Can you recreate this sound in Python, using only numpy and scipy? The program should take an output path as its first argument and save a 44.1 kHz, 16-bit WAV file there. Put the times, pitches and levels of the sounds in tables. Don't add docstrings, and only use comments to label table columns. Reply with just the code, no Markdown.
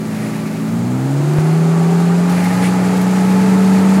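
import sys
import numpy as np
from scipy import signal
from scipy.fft import rfft, irfft
from scipy.io import wavfile
from scipy.ndimage import uniform_filter1d

SR = 44100
rng = np.random.default_rng(int(sys.argv[2]) if len(sys.argv) > 2 else 0)


def generate_wav(sig):
    pcm = np.round(np.clip(np.atleast_2d(sig).T, -1, 1) * 32767).astype(np.int16)
    wavfile.write(sys.argv[1], SR, pcm)


N = 176400
T = np.arange(N) / SR

# time_s, roar_db, hiss_db
AIR_LEVELS = [(0.05, -36, -46), (0.13, -33.5, -46.5), (0.62, -34, -47.5), (1.25, -29.5, -43),
              (2.55, -25.5, -40), (3.31, -26, -39.5), (3.95, -24.5, -39)]
# frequency_hz, relative_db
ROAR_SPECTRUM = [(20, -22), (65, -38), (100, -1.5), (170, 4), (260, 3.5), (380, 1.5), (520, -1.5), (620, 1),
                 (720, -0.5), (830, 2), (1020, -5), (1270, -3), (1600, -8.5), (2200, -13.5), (3200, -21),
                 (6000, -63)]
HISS_SPECTRUM = [(500, -41), (2000, 1.5), (3200, -2), (4300, 1), (5500, -3), (7000, 1), (8600, -2.5),
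                 (10300, -6.5), (12000, -8.5), (13800, -16), (16000, -18)]
RASP_SPECTRUM = [(700, -42), (1500, -2), (2000, 1.5), (2500, -0.5), (3200, -12), (4600, -8.5), (6000, -13),
                 (8500, -17), (10200, -10.5), (12500, -19), (16000, -30)]
SCRAPE_SPECTRUM = [(900, -23), (2000, 6), (3200, -3), (6000, -9), (8500, -7), (10200, -3), (12000, -16),
                   (16000, -26)]
TICK_SPECTRUM = [(1000, -15), (4000, 5), (9000, -2), (15000, -1), (16000, -12)]
RUMBLE_SPECTRUM = [(20, -45), (70, -36), (100, -8), (200, 0), (370, -2), (500, -11.5), (640, -10),
                   (1200, -25.5), (4000, -34)]
# start_s, length_s, level_db
SCRAPES = [(0.204, 0.091, -40), (2.607, 0.067, -28.5), (2.648, 0.056, -30.5)]
# start_s, length_s, pitch_hz, level_db
SQUEAKS = [(0.202, 0.053, 1900, -34.5), (2.372, 0.038, 2350, -32), (2.435, 0.039, 2120, -31.5),
           (2.47, 0.064, 1850, -33), (2.625, 0.031, 2030, -34)]
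# start_s, level_db
TICKS = [(.16, -47), (1.335, -37), (2.296, -31), (2.44, -31), (2.97, -35), (3.013, -30)]
# time_s, level_db
RASP_LEVELS = [(0, -45), (.17, -38), (.24, -36.5), (.34, -37), (.6, -41.5), (1.25, -58), (1.38, -37),
               (1.6, -42.5), (2.25, -41.5), (2.32, -32.5), (2.48, -33), (2.58, -33), (2.75, -37),
               (3.3, -35.5), (4, -36.5)]
# time_s, pitch_hz, level_db
WINCH_RUNS = [
    [(0, 100, -52), (.12, 106, -38), (.3, 125, -32), (.45, 122, -37.5), (.7, 104, -36.5), (1, 90, -37)],
    [(2.28, 90, -54), (2.38, 100, -32), (2.56, 119, -25.5), (3, 123, -31), (3.42, 124, -27),
     (3.6, 116, -32.5), (3.85, 103, -32.5), (4, 96, -43)],
]
# pitch_multiple, powered_db, slowing_db
WINCH_TONES = [(1, -1.5, -2), (1.5, -10, -5), (2, -12, -3), (2.5, -14, 0), (3.5, -25, -1.5), (4, -9.5, -26)]
# blade_note_multiple, full_speed_db, width_hz
FAN_OVERTONES = [(2, -30.5, 43), (3, -36.5, 50), (4, -43.5, 240)]
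# time_s, crank_hz
CRANK_SPEED = [(0, 53.7), (0.65, 53.5), (1, 65.2), (1.25, 73.1), (1.55, 80.9), (2, 85.5), (2.5, 90.5),
               (3, 92.6), (3.5, 94.5), (4, 96)]
# time_s, order_2_db, order_3_db, order_4_db, order_5_db, fan_blade_db
NOTE_LEVELS = [(0, -43, -28, -22.5, -33, -44), (0.6, -41, -25.5, -23.5, -29.5, -48),
               (0.8, -24, -19.5, -20, -35, -47), (1, -19, -24, -21.5, -29.5, -41),
               (1.15, -15.5, -39, -23, -31, -34), (1.3, -14, -31, -33.5, -27, -25.5),
               (1.55, -11.5, -32.5, -34, -29.5, -27), (1.85, -12, -33, -35, -29, -27),
               (2.25, -12, -28.5, -44, -38, -28.5), (2.5, -14.5, -27.5, -50, -37, -40),
               (2.9, -13.5, -27, -36, -38, -29), (3.15, -13, -30, -49.5, -36, -31),
               (3.6, -10, -28.5, -50, -56, -24.5), (4, -10, -31.5, -43, -45, -27.5)]
# crank_multiple,
# full_speed_db, idle_change_db
WEAK_ORDERS = [(1, -36.5, -46), (1.659, -32.5, -33), (2.31, -34, -1), (2.532, -39.5, -6.5), (3.5, -38.5, 5),
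               (5.97, -43.5, 2), (6.954, -44, 6.5), (8.99, -41.5, -7), (11.02, -48.5, 5), (21.72, -63, 16)]


def amp(db):
    return 10 ** (np.asarray(db) / 20)


def unit(x):
    return x / np.sqrt(np.mean(x ** 2) + 1e-20)


def curve(rows, column):
    rows = np.array(rows)
    return np.interp(T, rows[:, 0], rows[:, column])


def noise(spectrum):
    points_hz, db = np.transpose(spectrum)
    hz = np.fft.rfftfreq(N, 1 / SR)
    gain = amp(np.interp(np.log(hz + 1), np.log(points_hz), db))
    return unit(irfft(rfft(rng.standard_normal(N)) * gain, N))


def drift(rate_hz):
    hz = np.fft.rfftfreq(N, 1 / SR)
    return unit(irfft(rfft(rng.standard_normal(N)) / (1 + (hz / rate_hz) ** 2), N))


def angle(hz):
    return 2 * np.pi * np.cumsum(hz) / SR


def tone(phase, flutter, flutter_hz=24.7):
    in_phase = (1 + flutter * drift(flutter_hz)) * np.sin(phase)
    quadrature = flutter * drift(flutter_hz) * np.cos(phase)
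    return np.sqrt(2) * (in_phase + quadrature)


def blurred(phase, width_hz):
    return drift(width_hz / 2) * np.sin(phase) + drift(width_hz / 2) * np.cos(phase)


def burst(start_s, decay_s):
    return (T >= start_s) * np.exp(-np.maximum(T - start_s, 0) / decay_s)


def arch(start_s, length_s):
    return np.sin(np.pi * np.clip((T - start_s) / length_s, 0, 1))


def air(crank, roar_trim_db=2, hiss_trim_db=4):
    throb = np.cos(2 * crank)
    roar = amp(roar_trim_db + curve(AIR_LEVELS, column=1)) * noise(ROAR_SPECTRUM)
    hiss_db = hiss_trim_db + curve(AIR_LEVELS, column=2) + 0.6 * drift(rate_hz=16)
    hiss = amp(hiss_db) * noise(HISS_SPECTRUM)
    return roar * (1 + 0.16 * throb) + hiss * (1 + 0.038 * throb)


def dull_click(start_s=1.386, ring_hz=121, cutoff_hz=1400):
    ring = np.cos(2 * np.pi * ring_hz * (T - start_s))
    pulse = amp(-4.5) * burst(start_s, decay_s=0.005) * ring
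    return signal.lfilter(*signal.butter(2, cutoff_hz, fs=SR), pulse)


def grit():
    scrapes = sum(amp(db) * arch(start, length) for start, length, db in SCRAPES)
    squeaks = sum(amp(db) * arch(start, length) * blurred(2 * np.pi * hz * T, width_hz=63)
                  for start, length, hz, db in SQUEAKS)
    ticks = sum(amp(db) * burst(start, decay_s=0.011) for start, db in TICKS)
    return scrapes * noise(SCRAPE_SPECTRUM) + squeaks + ticks * noise(TICK_SPECTRUM)


def winch(full_slowing_hz_per_s=45):
    rasp_db = curve(RASP_LEVELS, column=1) + 1.4 * drift(rate_hz=27)
    out = amp(rasp_db) * noise(RASP_SPECTRUM)
    for run in WINCH_RUNS:
        hz = curve(run, column=1)
        start_s, end_s = run[0][0], run[-1][0]
        running = uniform_filter1d(1. * ((T >= start_s) & (T <= end_s)), size=1500)
        fall_hz_per_s = uniform_filter1d(-np.gradient(hz) * SR, size=5000)
        slowing = np.clip(fall_hz_per_s / full_slowing_hz_per_s, 0, 1)
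        for multiple, powered_db, slowing_db in WINCH_TONES:
            level_db = curve(run, column=2) + powered_db + (slowing_db - powered_db) * slowing
            out += running * amp(level_db) * tone(multiple * angle(hz), flutter=0.04)
    return out


def fan(crank, crank_hz, blades_per_crank_turn=4.6, db_per_octave=23.5):
    blades = blades_per_crank_turn * crank
    out = amp(curve(NOTE_LEVELS, column=5)) * tone(blades, flutter=0.14)
    speed_db = db_per_octave * np.log2(crank_hz / crank_hz.max())
    for multiple, db, width_hz in FAN_OVERTONES:
        out += amp(db + speed_db) * blurred(multiple * blades, width_hz)
    return out


def exhaust(crank, idling):
    out = amp(curve(NOTE_LEVELS, column=1)) * tone(2 * crank, flutter=0.023)
    for order in (3, 4, 5):
        phase = order * crank + np.pi / 2 * order ** 2
        out += amp(curve(NOTE_LEVELS, column=order - 1)) * tone(phase, flutter=0.084)
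    for order, db, idle_change_db in WEAK_ORDERS:
        phase = order * crank + 2 * np.pi * rng.random()
        out += amp(db + idle_change_db * idling) * tone(phase, flutter=0.13)
    return out + amp(-32) * idling * noise(RUMBLE_SPECTRUM)


def scene():
    crank_hz = uniform_filter1d(curve(CRANK_SPEED, column=1), size=3000)
    waver = 1 + 0.003 * drift(rate_hz=13.6)
    crank = angle(crank_hz * waver)
    idling = (crank_hz.max() - crank_hz) / np.ptp(crank_hz)
    low_cut = signal.butter(6, 79, "highpass", fs=SR, output="sos")
    bay = signal.sosfilt(low_cut, fan(crank, crank_hz) + air(crank) + winch())
    return (exhaust(crank, idling) + bay + grit() + dull_click())[None]


def record(dry):
    high_cut = signal.firwin(511, 15900, window=("kaiser", 9), fs=SR)
    return signal.oaconvolve(dry, high_cut[None], "same")


dry = scene()
out = record(dry)
generate_wav(out)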